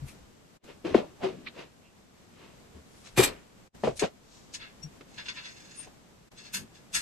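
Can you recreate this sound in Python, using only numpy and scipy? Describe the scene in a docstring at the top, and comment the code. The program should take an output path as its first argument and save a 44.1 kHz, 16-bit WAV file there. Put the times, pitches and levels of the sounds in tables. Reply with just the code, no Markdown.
"""Knocks and slipper scuffs on the wooden floor of a small furnished room, close to a hand-held phone.
Each blow cracks, sounds a hollow body and drags for a moment. A garment drops into a wire basket, whose
wires clash and ring; then a steel-framed mirror is gripped and swivelled, ringing as hands tap and rub it.
Soles and the dry pivot squeak faintly, cloth rustles, and the hand on the phone rumbles over quiet air."""
import sys
import numpy as np
from scipy import signal
from scipy.fft import rfft, irfft
from scipy.io import wavfile

SR = 44100
rng = np.random.default_rng(int(sys.argv[2]) if len(sys.argv) > 2 else 0)


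def file_out(sig):
    """Save sig as 16-bit WAV at sys.argv[1]."""
    # one column per channel
    cols = np.atleast_2d(sig).T
    # limit, then scale
    lim = np.clip(cols, -1, 1)
    pcm = np.round(lim * 32767).astype(np.int16)
    wavfile.write(sys.argv[1], SR, pcm)


N = 309141
TIME = np.arange(N) / SR

# spectrum of the room air: (frequency [Hz], level [dB])
AIR_SPECTRUM = [(25, -3), (70, -2.5), (100, -3), (135, -1), (205, -0.5), (275, -4.5), (745, -12),
                (1560, -18), (4700, -23.5), (8000, -24), (9600, -33.5), (12400, -29.5), (13500, -43.5)]
# slow drift of the room air: (time [s], level [dB])
AIR_LEVELS = [(0, -53), (.45, -57), (1.2, -54.5), (1.85, -58.5), (2.75, -54.5), (3.6, -55.5), (4.15, -57.5),
              (4.5, -55), (5.8, -54.5), (6.25, -58), (7.0, -54)]
# the room air dips briefly: (start [s], end [s])
AIR_DIPS = [(0.57, 0.64), (3.676, 3.748), (6.284, 6.316)]
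# soft thuds of the floor and the mirror's stand, and the low, late pitch of the hard blow at 0.944 s: (start
# [s], level [dB], pitch [Hz])
SOFT_THUDS = [(.016, -34.5, 136), (0.9456, -19.5, 246), (2.732, -46, 77), (3.172, -24, 125.7),
              (3.866, -36, 135), (4.836, -36.5, 153), (6.551, -43.5, 197)]
# feet landing and things set down: (start [s], level [dB], pitch [Hz], time to peak [s],
# crack [dB re level], drag [dB re level], drag fall [s], grit [dB re drag])
BLOWS = [(.847, -29, 323, 0.0095, -40, -3, 0.11, -9.5), (0.9438, -9, 420, 0.0059, -9.5, -15, 0.036, -9.5),
         (1.229, -24.5, 378.4, .025, -38, -5, .052, -8.5), (3.177, -15, 380, .0012, -18, -6.5, 0.063, -5.5),
         (3.189, -12, 385, 0.0078, -31, -13, 0.028, -9),
         (3.8356, -19.5, 490, .0018, -11.5, -5, 0.041, -12.5),
         (3.871, -23, 490, 0.0088, -6, -2.5, 0.021, -17), (4.0217, -17, 409, 0.00454, -9, -7.5, 0.024, -13),
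         (5.008, -42, 390, 0.0032, -37, -3, 0.011, -3)]
# spectrum of a blow's crack: (frequency [Hz], level [dB])
CRACK_SPECTRUM = [(200, -14), (700, 23.5), (1400, 7), (2300, 5), (3500, -10), (5000, -25), (13000, -74)]
# the hand shifting on the phone: (time [s], level [dB], length [s])
HAND_SHIFTS = [(.03, -42, 0.062), (.214, -54.5, 0.088), (.555, -50, 0.012), (.925, -44, 0.057),
               (3.208, -41, 0.12), (3.9, -50, 0.15), (4.849, -56, 0.11)]
# cloth brushing: (time [s], level [dB], length [s], low edge [Hz], top edge [Hz])
CLOTH_BRUSHES = [(0.089, -51.5, 0.055, 1200, 12100), (1.475, -41, 0.028, 1500, 4240),
                 (2.999, -62.5, 0.28, 1200, 10800), (3.067, -48, 0.044, 700, 7630),
                 (3.278, -36.5, 0.035, 500, 4930), (3.321, -54.5, 0.13, 1140, 2670),
                 (3.866, -51.5, 0.087, 2980, 8400), (3.976, -42, 0.027, 3470, 10600),
                 (4.053, -46, 0.032, 2500, 7560), (4.349, -58.5, 0.19, 3500, 7760),
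                 (4.55, -36.5, 0.026, 4000, 7060)]
# soles and the dry pivot squeaking:
# (time [s], level [dB], length [s], pitch [Hz], width [Hz], left minus right [dB])
DRY_SQUEAKS = [(0.09, -53.5, 0.038, 2460, 500, 0), (1.472, -35, 0.011, 2400, 610, -6),
               (1.86, -63.5, 0.061, 2690, 504, -7), (4.837, -41, 0.023, 5640, 52, 13),
               (5.793, -42.5, 0.04, 8960, 60, 4), (5.779, -52, 0.044, 9800, 510, -2)]
# soles sliding over wood: (time [s], level [dB], length [s], pitch [Hz], grit [dB re level])
SOLE_SCUFFS = [(.700, -47.5, 0.066, 385, -3), (0.984, -29, 0.05, 450, -12.5), (1.031, -41, .05, 560, -35),
               (1.244, -32, 0.044, 774, -11.5), (1.38, -47, 0.19, 226, -16), (1.6, -42, 0.078, 443, 0),
               (2.441, -53, 0.17, 340, 1), (2.772, -51, 0.065, 254, -13), (4.041, -28, 0.04, 546, -4),
               (5.801, -51.5, 0.017, 710, 15), (5.876, -50, .016, 710, -7), (6.61, -46.5, 0.11, 168, -14)]
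# spectrum of the grit in a drag: (frequency [Hz], level [dB])
GRIT_SPECTRUM = [(150, -12), (500, -48.5), (900, 4.5), (1500, -3.5), (2700, -0.5), (4500, -9), (7500, -20),
                 (13000, -37)]
# basket wires clashing: (time [s], level [dB], rise [s], fall [s], treble [dB])
WIRE_CLASHES = [(3.182, -22, 0.0079, 0.043, -1.5), (3.233, -22, 0.0049, 0.021, 3.5)]
# spectrum of wire striking wire: (frequency [Hz], level [dB])
CLASH_SPECTRUM = [(150, -7), (600, -3.5), (2000, -1.5), (3500, -5.5), (5500, -13.5), (9000, -13.5),
                  (13000, -27)]
# resonances of the basket's wires: (frequency [Hz], width [Hz], level [dB])
WIRE_MODES = [(2380, 59, -7), (3780, 53, -11), (4310, 23, -1), (5030, 140, -3.5), (6290, 130, 2),
              (7690, 270, 3.5), (8600, 100, 1), (9430, 82, 5.5), (11300, 240, 6.5), (11700, 40, 5),
              (11700, 90, 8), (12800, 110, 14.5)]
# hands on the mirror's frame: (time [s], level [dB], length [s], top edge [Hz])
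FRAME_GRIPS = [(3.996, -28.5, 0.023, 9300), (4.542, -39, .028, 9400), (4.622, -43.5, .07, 3930),
               (4.831, -52, .02, 10300), (5.185, -37, 0.035, 4170), (5.26, -40.5, 0.027, 4384),
               (5.286, -33, 0.026, 5230), (5.377, -41, .066, 4000), (5.456, -42, .058, 5530),
               (6.386, -47.5, 0.056, 6660), (6.457, -48.5, 0.065, 6100), (6.546, -29, 0.042, 13000),
               (6.754, -55, 0.048, 7000), (6.95, -24, 0.044, 10500)]
# spectrum of fingers rubbing steel: (frequency [Hz], level [dB])
RUB_SPECTRUM = [(150, -16.5), (700, -23.5), (1100, -17.5), (1700, -7.5), (3000, -5.5), (6500, -7),
                (9000, -7.5), (13000, -16.5)]
# resonances of the mirror's frame: (frequency [Hz], width [Hz], level [dB])
FRAME_MODES = [(1007, 20, -5.5), (1520, 18, -3.5), (1700, 100, -8), (1946, 7.2, 2.5), (2140, 22, 0.5),
               (2377, 20, 0), (2550, 27, -12), (2660, 11, -4), (2954, 14, -8), (3440, 12, 2),
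               (3990, 7.4, -5), (4290, 14, 0), (4400, 30, -17), (5060, 13, 4), (5630, 19, -2.5),
               (6030, 140, -4), (6620, 88, -0.5), (7040, 33, 0), (7800, 220, -8), (8750, 58, -12),
               (8800, 53, -22), (11800, 130, 5)]


def amp(db):
    """Decibels to gain."""
    return 10 ** (np.asarray(db) / 20)


def unit(x):
    """Scale to rms 1."""
    return x / np.sqrt(np.mean(x ** 2) + 1e-20)


def pan(pan_db):
    """Left and right gains, with the left louder by pan_db."""
    return amp([[pan_db / 2], [-pan_db / 2]])


def colour(x, points):
    """Shape a steady signal by (frequency [Hz], level [dB]) points."""
    hz, db = np.transpose(points)
    bins_hz = np.fft.rfftfreq(x.shape[-1], 1 / SR)
    gain = amp(np.interp(np.log(bins_hz + 1), np.log(hz), db))
    return irfft(rfft(x) * gain, x.shape[-1])


def ring(x, modes):
    """Pass a signal through (frequency [Hz], width [Hz], level [dB]) resonances."""
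    return sum(amp(db) * signal.lfilter(*signal.iirpeak(hz, hz / width, fs=SR), x)
               for hz, width, db in modes)


def edge(x, hz, kind, order):
    """Low-pass or high-pass."""
    return signal.sosfilt(signal.butter(order, hz, kind, fs=SR, output="sos"), x)


def slips(rate, spread_db):
    """One second of tiny collisions between two surfaces, their sizes scattered by spread_db."""
    hit = rng.random(SR) < rate / SR
    return hit * rng.choice([-1, 1], SR) * amp(spread_db * np.clip(rng.standard_normal(SR), -2, 2))


def split(length, rise_share):
    """Divide a contact's length into rise and fall; the rise takes at most nine tenths."""
    rise = length * min(rise_share, .9)
    return rise, length - rise


def add_contact(out, x, peak_s, db, rise, fall, pan_db):
    """Place a contact whose force builds up to peak_s and then lets go."""
    offsets = np.arange(len(x)) - len(x) // 2
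    t = offsets / SR
    force = np.exp(-np.where(t < 0, np.abs(t / rise) ** 1.3, np.abs(t / fall) ** 1.25))
    at = int(peak_s * SR) + offsets
    inside = (at >= 0) & (at < N)
    out[:, at[inside]] += amp(db) * pan(pan_db) * (unit(x) * force)[inside]


def room(x, early_db, early_s, late_db, t60, shared=0):
    """Near surfaces scatter the sound at once and widen it; the furnished room adds a short, dull tail."""
    t = TIME[:SR // 2]
    mid, side = rng.standard_normal((2, len(t))) * np.exp(-t / early_s) * (t > .0005)
    early = unit(shared * mid + np.array([side, -side]))
    late = rng.standard_normal((2, len(t))) * np.exp(-np.log(1000) * t / t60)
    echoes = amp(early_db) * early + amp(late_db) * edge(unit(late), 1500, "low", order=2)
    wet = signal.fftconvolve(x, echoes / np.sqrt(len(t)), axes=1)[:, :N]
    return (x + wet) / np.sqrt(1 + amp(early_db) ** 2)


def air_level(dip_db=-30, fade_s=.023, return_db=6.5, settle_s=.04):
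    """The air's level in dB drifts and dips; after each dip it returns a little louder and settles."""
    db = np.interp(TIME, *np.transpose(AIR_LEVELS))
    for start, end in AIR_DIPS:
        db += dip_db * np.clip(np.minimum(TIME - start, end - TIME) / fade_s, 0, 1)
        db += return_db * (TIME > end) * np.exp(-np.abs(TIME - end) / settle_s)
    return db


def air(waver_db=.8):
    """Room tone all round the microphone: a wavering rumble near the centre and a wide hiss."""
    mid, side = edge(colour(rng.standard_normal((2, N)), AIR_SPECTRUM), 28, "high", order=1)
    side = colour(side, [(60, -7.5), (250, -1.5), (1000, 0), (8000, 0)])
    knots = np.linspace(0, TIME[-1], 100)
    waver = waver_db * np.interp(TIME, knots, rng.standard_normal(len(knots)))
    return unit(np.array([mid + side, mid - side])) * amp(air_level() + waver) * pan(1)


def struck_body(hz, peak_s, sag, overtone_db=-21):
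    """A struck body swells and fades; its pitch sags as the contact relaxes, passing hz at the peak."""
    age = TIME[:SR // 2] / peak_s
    pitch = hz * (1 + min(sag, 1) * (2 * np.exp(-age) - 1 + np.exp(-1)))
    phase = 2 * np.pi * np.cumsum(pitch) / SR
    swell = (age * np.exp(1 - age)) ** 2
    return (np.sin(phase) + amp(overtone_db) * np.sin(2 * phase)) * swell


def knocks(thud_cycles=2.5, hard_db=-10, hard_sag=.31, sag_growth_per_db=.6, pan_db=5):
    """Left of the microphone a blow cracks and the body sounds; a soft thud is the body alone."""
    out = np.zeros((2, N + SR))
    bodies = [(start, db, struck_body(hz, thud_cycles / hz, sag=.066)) for start, db, hz in SOFT_THUDS]
    for start, db, hz, peak_s, crack_db, *_ in BLOWS:
        sag = hard_sag * np.exp(sag_growth_per_db * (db - hard_db))  # harder blows sag further
        bodies.append((start, db, struck_body(hz, peak_s, sag)))
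        crack = colour(slips(rate=24000, spread_db=.5), CRACK_SPECTRUM)
        add_contact(out, crack, start + .001296, db + crack_db, rise=.0009, fall=.006, pan_db=pan_db)
    for start, db, body in bodies:
        at = int(start * SR)
        out[:, at:at + len(body)] += amp(db) * pan(pan_db) * body
    return room(out[:, :N], early_db=-10, early_s=.006, late_db=-17, t60=.22)


def handling():
    """Soft rumbles pass from the hand straight into the phone's microphone, with no room on them."""
    out = np.zeros((2, N))
    for time, db, length in HAND_SHIFTS:
        rumble = edge(rng.standard_normal(SR), 90, "low", order=3)
        rumble = edge(rumble, 20, "high", order=2)
        add_contact(out, rumble, time, db, *split(length, rise_share=.39), pan_db=3.5)
    return out


def cloth():
    """Fibres slide over each other in a dense, soft hiss, a little to the left."""
    out = np.zeros((2, N))
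    for time, db, length, low_hz, top_hz in CLOTH_BRUSHES:
        fibres = edge(slips(rate=4400, spread_db=3), low_hz, "high", order=2)
        fibres = edge(fibres, top_hz, "low", order=8)
        add_contact(out, fibres, time, db, *split(length, rise_share=.43), pan_db=2.5)
    return room(out, early_db=-2, early_s=.003, late_db=-10, t60=.2)


def squeaks():
    """A sole or the dry pivot sticks and slips, and sings briefly on an unsteady pitch."""
    out = np.zeros((2, N))
    for time, db, length, hz, width_hz, pan_db in DRY_SQUEAKS:
        wander = unit(edge(rng.standard_normal(SR), width_hz, "low", order=2))
        tone = np.sin(2 * np.pi * np.cumsum(hz + wander * width_hz / 2) / SR)
        add_contact(out, tone, time, db, *split(length, rise_share=.34), pan_db)
    return room(out, early_db=-5, early_s=.004, late_db=-15, t60=.2)


def scuffs(width_share=.99, boards_db=-9, body_top_hz=1100):
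    """Sliding soles and dragging blows shake a hollow wooden body and the boards, with dry grit above."""
    out = np.zeros((2, N))
    contacts = [(time, db, *split(length, rise_share=.49), hz, grit_db)
                for time, db, length, hz, grit_db in SOLE_SCUFFS]
    for start, db, hz, peak_s, _, drag_db, fall, grit_db in BLOWS:
        rise = .002 + .36 * peak_s  # the softer a blow lands, the slower its drag builds
        contacts.append((start + rise, db + drag_db, rise, fall, hz, grit_db))
    for time, db, rise, fall, hz, grit_db in contacts:
        drag = slips(rate=5000, spread_db=0)
        mode = [(hz, hz * width_share, 0)]
        body = unit(edge(ring(ring(drag, mode), mode), body_top_hz, "low", order=3))
        boards = ring(slips(rate=3600, spread_db=10), [(217, 140, 0)])
        boards = amp(boards_db) * unit(edge(boards, 250, "low", order=2))
        grit = amp(grit_db) * unit(colour(drag, GRIT_SPECTRUM))
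        add_contact(out, body + boards + grit, time, db, rise, fall, pan_db=.2)
    return room(out, early_db=-3.5, early_s=.005, late_db=-16, t60=.18)


def basket(ring_db=8, direct_db=-1):
    """The garment sets the wires ringing; the basket drops on to its rack in a shorter, brighter clash."""
    out = np.zeros((2, N))
    for time, db, rise, fall, treble_db in WIRE_CLASHES:
        clash = colour(slips(rate=6000, spread_db=8.5), CLASH_SPECTRUM)
        clash = colour(clash, [(1000, .0089), (9000, treble_db)])  # each clash has its own brightness
        add_contact(out, clash, time, db, rise, fall, pan_db=0)
    wires = amp(direct_db) * out + amp(ring_db) * ring(out, WIRE_MODES)
    return room(wires, early_db=0, early_s=.0072, late_db=-9, t60=.245, shared=.77)


def mirror(ring_db=6, mode_spread_db=5, gradual_s=.2):
    """Fingers catch and slip on the steel tube and make it ring; some touches are dull, others bright."""
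    out = np.zeros((2, N))
    for time, db, length, top_hz in FRAME_GRIPS:
        touch = edge(colour(slips(rate=7000, spread_db=3), RUB_SPECTRUM), top_hz, "low", order=4)
        # each place of contact favours other modes
        modes = [(hz, width, mode_db + mode_spread_db * rng.uniform(-1, 1))
                 for hz, width, mode_db in FRAME_MODES]
        rise, fall = split(length, length / gradual_s)  # a tap lands at once, a longer touch builds
        add_contact(out, touch + amp(ring_db) * ring(touch, modes), time, db, rise, fall, pan_db=2.5)
    return room(out + frame_slide(), early_db=1.5, early_s=.0025, late_db=5, t60=.12, shared=.49)


def frame_slide(start_s=5.07, stop_s=5.85, attack_s=.1, release_s=.023, db=-56.5, db_per_s=5):
    """The turning frame slides through a juddering grip that takes hold, tightens and lets go."""
    judder_db = 2 * unit(edge(rng.standard_normal(N), 29, "low", order=2))
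    catches = np.concatenate([slips(rate=3400, spread_db=.5) for _ in range(N // SR + 1)])[:N]
    rub = edge(colour(catches, RUB_SPECTRUM), 7500, "low", order=8)
    ringing = unit(rub + amp(10) * ring(rub, FRAME_MODES))
    held_s = np.clip(TIME, start_s, stop_s) - start_s
    attack = np.minimum(held_s / attack_s, 1)
    release = np.exp(-np.maximum(TIME - stop_s, 0) / release_s)
    return ringing * attack * release * amp(db + db_per_s * held_s + judder_db)


def scene():
    """The small room as heard from where the phone is held."""
    return air() + knocks() + handling() + cloth() + squeaks() + scuffs() + basket() + mirror()


def record(dry, top_hz=13600):
    """The phone cuts the top steeply."""
    return signal.sosfilt(signal.ellip(10, .2, 80, top_hz, fs=SR, output="sos"), dry)


dry = scene()
out = record(dry)
file_out(out)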